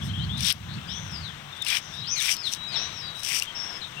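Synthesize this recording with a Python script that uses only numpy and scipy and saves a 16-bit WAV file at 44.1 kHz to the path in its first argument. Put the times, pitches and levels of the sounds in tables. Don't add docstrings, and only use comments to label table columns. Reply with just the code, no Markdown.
import sys
import numpy as np
from scipy import signal
from scipy.fft import rfft, irfft
from scipy.io import wavfile
from scipy.ndimage import uniform_filter1d

SR = 44100
rng = np.random.default_rng(int(sys.argv[2]) if len(sys.argv) > 2 else 0)


def transcribe(u):
    v = np.clip(np.atleast_2d(u).T, -1, 1)
    q = np.round(v * 32767).astype(np.int16)
    wavfile.write(sys.argv[1], SR, q)


N = 176400

# (frequency [Hz], gain [dB])
HUSH_SPECTRUM = [(30,-6.5),(100,-5),(200,-2.5),(300,-2.5),(480,-4),(700,-0.5),(1050,3),(1600,3.5),(2400,0.5),(3500,5),(4000,-1),(4500,-10.5),(6000,-6),(6800,-14),(8600,-12.5),(9800,-29),(15500,-33)]
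RUMBLE_SPECTRUM = [(20,-38),(50,-18.5),(75,-3),(115,-1.5),(150,0.5),(205,-5.5),(260,-18),(340,-20.5),(600,-52.5),(2000,-86)]
# (time [s], relative level [dB])
HUSH_ENVELOPE = [(0,-39),(.42,-40.5),(.55,-44),(.75,-39.5),(1.1,-38),(1.45,-40),(1.85,-39.5),(2.6,-39.5),(2.9,-37.5),(3.15,-39),(3.45,-39),(3.65,-35),(3.9,-38.5),(4,-38)]
RUMBLE_ENVELOPE = [(0,-26),(.43,-27),(.52,-39.5),(.66,-34.5),(.77,-28),(.84,-40.5),(.9,-35.5),(1.2,-35.5),(1.45,-42.5),(1.74,-52),(2.02,-39),(2.28,-54),(2.55,-43.5),(3.1,-44),(3.35,-52),(3.6,-52.5),(4,-43)]
# (start [s], length [s], level [dB])
FINGER_STROKES = [(0.013,0.092,-41.5),(1.111,0.016,-44.5),(1.557,.03,-47),(1.924,0.056,-46.5),(3.903,0.026,-49)]
# (start [s], length [s], first pitch [Hz], last pitch [Hz], level [dB], waver [ratio])
BIRD_NOTES = [(0.014,0.026,3260,3520,-34,0.027),(0.063,0.048,3700,4300,-43,0.038),(0.089,0.033,3010,3270,-37,0.046),(0.132,0.06,3150,3330,-34.5,0.048),(0.187,0.066,3080,3215,-33.5,0.036),(0.186,0.068,3330,4480,-37,0.047),(0.289,0.11,3180,4130,-32,0.034),
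              (0.685,0.076,3830,4030,-39,0.084),(0.775,0.019,2686,2690,-38,.04),(.806,0.02,2640,2700,-41,.02),(0.882,0.054,3200,4140,-33.5,0.056),(0.901,0.1,3117,3480,-36,0.041),
              (1.522,0.021,3640,3630,-35.5,0.0069),(1.549,0.078,3400,3740,-39.5,0.031),(1.611,0.022,3780,3490,-22.5,0.0042),(1.809,0.22,5850,5090,-43,0.07),(2.036,0.083,3234,3400,-37,0.073),(2.335,.055,4750,4350,-42,.015),(2.488,0.037,3350,3520,-42,0.036),
              (3.466,0.054,3190,3180,-35.5,0.026),(3.811,0.056,4065,3590,-31.5,0.041),(3.966,0.074,2730,2860,-32,0.011)]
# (time [s], relative skin level [dB], relative flesh level [dB])
CUT_ENVELOPES = [
    [(.37,-54,-52),(.41,-45,-44),(.456,-34,-34.5),(.505,-32,-31.5),(.52,-42,-35),(.535,-55,-65)],
    [(1.655,-52,-48),(1.684,-37.5,-36.5),(1.715,-38,-32),(1.742,-40,-30),(1.772,-34.5,-31.5),(1.788,-41,-44),(1.81,-69,-57)],
    [(2.16,-48,-41),(2.195,-47,-41),(2.222,-34.5,-36),(2.29,-34,-29),(2.316,-28.5,-33.5),(2.342,-35,-47.5),(2.36,-53,-66)],
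    [(2.455,-51,-64),(2.478,-44.5,-41),(2.506,-51,-61),(2.535,-34,-55),(2.548,-48,-54),(2.575,-57,-62)],
    [(3.15,-55,-70),(3.228,-50.5,-67),(3.245,-38.5,-47),(3.325,-34.5,-34.5),(3.368,-32.5,-38),(3.398,-35,-54),(3.408,-49,-43),(3.434,-45.5,-52),(3.46,-54,-47)],
]
# (centre [Hz], width [Hz], ring [dB], broad crunch [dB])
ONION_MODES = [(4180,1600,8.5,2),(2330,290,1,7.5),(2320,240,-1,4.5),(3710,370,15.5,-14),(2330,750,7.5,-19)]
# (frequency [Hz], gain [dB])
SKIN_SPECTRUM = [(100,-52),(700,-42),(1500,-27.5),(2800,5.5),(4300,-6),(5100,8),(6000,8.5),(6700,-9),(7600,-0.5),(8800,1),(9800,-5.5),(12000,-6.5),(15500,-14.5)]
FIBRE_SPECTRUM = [(100,-12),(1500,-31),(3000,7),(5800,7.5),(6700,0.5),(8800,6),(11500,-6),(15500,-6.5)]
FLESH_SPECTRUM = [(100,-60),(450,-28.5),(900,-15.5),(1500,-9),(2000,-3.5),(2350,0),(2750,-4.5),(3500,2.5),(4300,-9),(5300,-3),(6000,-18),(6700,-23),(9000,-19),(15000,-25)]
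# (time [s], level [dB], ring frequency [Hz], ring share [ratio])
PEEL_SNAPS = [(0.38,-37.5,3420,0.44),(0.407,-27,3550,0.46),(0.45,-27,3560,0.8),(.4328,-28,5500,0.73),(0.468,-24,8300,0.27),(.4836,-31,8500,.45),(0.502,-22,2880,0.52),(0.5249,-27.5,11460,0.62),(1.6226,-33,5500,0.18),(1.6485,-33.5,5600,0.23),
              (1.6651,-26.5,2800,0.66),(1.685,-27.5,8700,.5),(1.702,-24,3200,0.67),(1.7688,-26,2970,0.77),(2.18,-31,2140,0.48),(2.2018,-29,5600,0.24),(2.2085,-29,2250,0.59),(2.2252,-27,9680,.3),(2.3271,-35,8700,.3),(2.317,-29,5900,0.59),(2.3674,-34.5,13100,0.24),
              (2.521,-35,9100,0.22),(2.525,-34,6000,0.23),(2.536,-24,5970,0.61),(2.548,-35,5700,0.16),(3.195,-41,8100,0.22),(3.2028,-41,8600,0.22),(3.233,-28.5,5500,0.41),(3.2487,-30.5,5600,0.35),(3.2875,-30.5,5560,0.19),
              (3.3293,-30,9000,0.42),(3.366,-26,5750,0.65),(3.3856,-34,10400,0.49),(3.398,-27,5600,0.32),(3.4217,-22,2780,0.61),(3.434,-35,11500,0.58)]
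# (time [s], pitch [Hz], level [dB])
WHISTLE_CONTOURS = [
    [(.87,4650,-47),(.92,5560,-34.5),(.965,6000,-39.5),(1.03,6080,-46),(1.09,5670,-45),(1.16,4950,-34.5),(1.21,4590,-42.5),(1.26,3880,-33.5),(1.32,3040,-43)],
    [(1.92,3500,-38.5),(1.98,3750,-33.5),(2.056,3950,-36),(2.082,5200,-31),(2.118,5940,-22),(2.16,6265,-37),(2.33,5660,-45),(2.42,5050,-33)],
    [(2.757,5380,-22),(2.77,5320,-27),(2.82,5790,-32),(2.90,5920,-48),(2.975,5520,-36.5),(3.03,4850,-39),(3.075,4500,-37),(3.1,4640,-56)],
    [(3.545,5150,-38),(3.565,5500,-31),(3.595,5465,-30.5),(3.666,5506,-36),(3.714,5390,-37.5),(3.78,5300,-40)],
]
# (start [s], length [s], top pitch [Hz], relative level [dB], fundamental re octave [dB])
BIRD_CHIRPS = [(1.628,.07,2600,-26,-7),(2.103,.113,2530,-22,-5),(2.382,.105,2550,-22,-14),(2.677,.101,2510,-22.5,-11)]
# (share of length [ratio], share of top pitch [ratio], swell [dB], harmonics 3-4 [dB])
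CHIRP_SLUR = [(0,1,-12,-30),(.25,1,-5.5,-22),(.4,.96,-7,-18),(.5,.88,-6,-3),(.7,.79,0,-15),(.76,.77,-3,-18),(.86,.72,3,-22),(1,.62,-3,-25)]
# (frequency [Hz], gain [dB])
THROAT_RESPONSE = [(1600,-14),(2500,0),(4200,0),(4700,-7),(5100,-4),(6500,-12),(8500,-14),(11000,-28)]
# (time [s], level [dB])
THIN_ENVELOPE = [(2.55,-46),(2.65,-30),(2.7,-38),(2.85,-35),(2.99,-49),(3.08,-33),(3.13,-42),(3.16,-32),(3.28,-52)]
# (frequency [Hz], gain [dB])
RUSTLE_SPECTRUM = [(100,-17),(300,-8),(700,1.5),(1300,-3),(2500,2.5),(4000,6.5),(7000,-17),(15000,-49)]
# (frequency [Hz], T60 [s])
ECHO_DECAY = [(1000,0.17),(3500,0.18),(6000,0.26),(12000,0.086)]
# (frequency [Hz], gain [dB])
RIGHT_RESPONSE = [(60,1.5),(110,2.5),(200,-0.5),(380,-6),(700,-11.5),(1290,-17),(2380,-23),(4400,-28.5),(8100,-33.5),(15000,-34)]
# (frequency [Hz], gain [dB])
HISS_SPECTRUM = [(100,-30),(3000,10.5),(8000,4.5),(11000,7),(15000,8.5)]

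SKIN_PER_S, FIBRES_PER_S, FLESH_PER_S = 4100, 260, 3000
NOTE_FADE_S, WAVER_HZ = 0.0074, 430


def amp(db):
    return 10 ** (np.asarray(db) / 20)


def unit(x):
    return x / np.sqrt(np.mean(x ** 2) + 1e-20)


def lookup(points, hz):
    points_hz, value = np.transpose(points)
    return np.interp(np.log(hz + 1), np.log(points_hz + 1), value)


def envelope(points):
    time_s, db = np.transpose(points)
    t = np.arange(N) / SR
    return (t >= time_s[0]) * (t <= time_s[-1]) * amp(np.interp(t, time_s, db))


def add(mix, start_s, sound):
    part = mix[max(round(start_s * SR), 0):][:len(sound)]
    part += sound[:len(part)]


def colour(x, spectrum, size=4096):
    log_gain = np.log(amp(lookup(spectrum, abs(np.fft.fftfreq(size, 1 / SR)))))
    taps = np.fft.ifft(np.exp(np.conj(signal.hilbert(log_gain)))).real
    return signal.oaconvolve(x, taps[:size // 2])[:len(x)]


def noise(spectrum):
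    return unit(colour(rng.standard_normal(N), spectrum))


def wander(n, cutoff_hz):
    rolloff = 1 + (np.fft.rfftfreq(N, 1 / SR) / cutoff_hz) ** 4
    return unit(irfft(rfft(rng.standard_normal(N)) / rolloff, N))[:n]


def fades(t, fade_s):
    return np.sin(np.pi / 2 * np.clip(np.minimum(t, t[-1] - t) / fade_s, 0, 1)) ** 2


def ruptures(per_s, spectrum, spread_db=0):
    sizes = amp(spread_db * np.minimum(rng.exponential(1, N), 4))
    clicks = sizes * rng.choice([-1, 1], N) * (rng.random(N) < per_s / SR)
    return unit(colour(clicks, spectrum))


def whistle(pitch_hz, waver):
    hz = pitch_hz * (1 + waver * wander(len(pitch_hz), WAVER_HZ))
    return np.sqrt(2) * np.sin(2 * np.pi * np.cumsum(hz) / SR)


def hush(patch_db=1.0, size=512):
    bands = signal.stft(noise(HUSH_SPECTRUM), nperseg=size)[2]
    patches = uniform_filter1d(rng.standard_normal(bands.shape), size=5, axis=0)
    patches = unit(uniform_filter1d(patches, size=8, axis=1))
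    air = signal.istft(bands * amp(patch_db * patches), nperseg=size)[1][:N]
    return envelope(HUSH_ENVELOPE) * unit(air)


def rumble(gain_db=-5):
    return amp(gain_db) * envelope(RUMBLE_ENVELOPE) * noise(RUMBLE_SPECTRUM)


def fingers(ticks_per_s=9.2, ticks_db=-66):
    out = amp(ticks_db) * ruptures(ticks_per_s, SKIN_SPECTRUM)
    for start_s, length_s, db in FINGER_STROKES:
        stroke = np.sqrt(np.hanning(round(length_s * SR)))
        add(out, start_s, amp(db) * stroke * ruptures(SKIN_PER_S, SKIN_SPECTRUM)[:len(stroke)])
    return out


def short_notes():
    out = np.zeros(N)
    for start_s, length_s, first_hz, last_hz, db, waver in BIRD_NOTES:
        t = np.arange(0, length_s, 1 / SR)
        tone = whistle(np.linspace(first_hz, last_hz, len(t)), waver)
        add(out, start_s, amp(db) * fades(t, NOTE_FADE_S) * tone)
    return out


def cuts(skin_gain_db=9.5, fibre_re_skin_db=-17.5, clump_db=1.45, clump_hz=298):
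    out, t = np.zeros(N), np.arange(SR // 50) / SR
    for cut, (hz, width_hz, ring_db, crunch_db) in zip(CUT_ENVELOPES, ONION_MODES):
        fibres = amp(fibre_re_skin_db) * ruptures(FIBRES_PER_S, FIBRE_SPECTRUM, spread_db=5)
        skin = amp(skin_gain_db) * (ruptures(SKIN_PER_S, SKIN_SPECTRUM) + fibres)
        flesh = ruptures(FLESH_PER_S, FLESH_SPECTRUM)
        mode = np.exp(-np.pi * width_hz * t) * np.cos(2 * np.pi * hz * t)
        ring = unit(signal.oaconvolve(flesh, mode)[:N])
        crunch = amp(crunch_db) * flesh + amp(ring_db) * ring
        out += skin * envelope([(time_s, db) for time_s, db, _ in cut])
        out += crunch * envelope([(time_s, db) for time_s, _, db in cut])
    return amp(clump_db * wander(N, clump_hz)) * out


def snaps(decay_cycles=6.3, rise_per_decay=0.5):
    out, t = np.zeros(N), np.arange(SR // 50) / SR
    for time_s, db, hz, ring_share in PEEL_SNAPS:
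        age = t * hz / decay_cycles
        shape = (1 - np.exp(-age / rise_per_decay)) * np.exp(-age)
        crack = unit(colour(shape * rng.standard_normal(len(t)), FIBRE_SPECTRUM))
        flake = unit(shape * np.sin(2 * np.pi * hz * t))
        add(out, time_s, amp(db) * ((1 - ring_share) * crack + ring_share * flake))
    return out


def long_whistles():
    out = np.zeros(N)
    for contour in WHISTLE_CONTOURS:
        time_s, hz, db = np.transpose(contour)
        t = np.arange(time_s[0], time_s[-1], 1 / SR)
        gain = amp(np.interp(t, time_s, db)) * fades(t - t[0], NOTE_FADE_S)
        add(out, time_s[0], gain * whistle(np.interp(t, time_s, hz), waver=0.028))
    return out


def chirps(waver=0.0098, fade_s=0.006):
    out = np.zeros(N)
    progress, *curves = np.transpose(CHIRP_SLUR)
    for start_s, length_s, top_hz, db, fundamental_db in BIRD_CHIRPS:
        t = np.arange(0, length_s, 1 / SR)
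        pitch_ratio, swell_db, flare_db = (np.interp(t / length_s, progress, c) for c in curves)
        hz = top_hz * pitch_ratio * (1 + waver * wander(len(t), WAVER_HZ))
        phase = 2 * np.pi * np.cumsum(hz) / SR
        tone = sum(amp(harmonic_db + lookup(THROAT_RESPONSE, k * hz)) * np.sin(k * phase)
                   for k, harmonic_db in enumerate([fundamental_db, 0, flare_db, flare_db], 1))
        add(out, start_s, amp(db + swell_db) * fades(t, fade_s) * tone)
    return out


def thin_whistle(pitch_hz=3873, flutter_db=2.0):
    flutter = amp(flutter_db * wander(N, cutoff_hz=25))
    return envelope(THIN_ENVELOPE) * flutter * whistle(np.full(N, pitch_hz), waver=0.011)


def rustle(start_s=2.70, rise_s=0.069, decay_s=0.12, gain_db=-24):
    t = np.maximum(np.arange(N) / SR - start_s, 0)
    shape = np.minimum(t / rise_s, 1) * np.exp(-t / decay_s)
    return amp(gain_db) * shape * noise(RUSTLE_SPECTRUM)


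def scatter(x, wet, echoes_per_s=2000, size=256):
    taps = rng.standard_normal(SR) * (rng.random(SR) < echoes_per_s / SR)
    hz, t, bands = signal.stft(taps, SR, nperseg=size)
    decay = amp(-60 * t / lookup(ECHO_DECAY, hz)[:, None])
    tail = signal.istft(bands * decay, SR, nperseg=size)[1]
    echoes = signal.fftconvolve(x, tail / np.linalg.norm(tail))[:N]
    return np.sqrt(1 - wet ** 2) * x + wet * echoes


def scene():
    onion = scatter(cuts() + snaps() + fingers(), wet=0.13)
    birds = scatter(long_whistles(), wet=0.6) + scatter(chirps(), wet=0.5)
    birds += scatter(thin_whistle() + short_notes(), wet=0.32)
    left = onion + birds + hush() + rustle() + rumble()
    right = colour(left + 0.23 * hush(), RIGHT_RESPONSE)
    return np.array([left, right])


def record(dry, hiss_db=-60, ceiling=0.55, cutoff_hz=15850):
    hiss = amp(hiss_db) * np.array([noise(HISS_SPECTRUM), noise(HISS_SPECTRUM)])
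    rounded = dry / (1 + (dry / ceiling) ** 4) ** (1 / 4)
    lowpass = signal.firwin(511, cutoff_hz, window=("kaiser", 9), fs=SR)
    return signal.oaconvolve(rounded + hiss, lowpass[None], "same")


dry = scene()
out = record(dry)
transcribe(out)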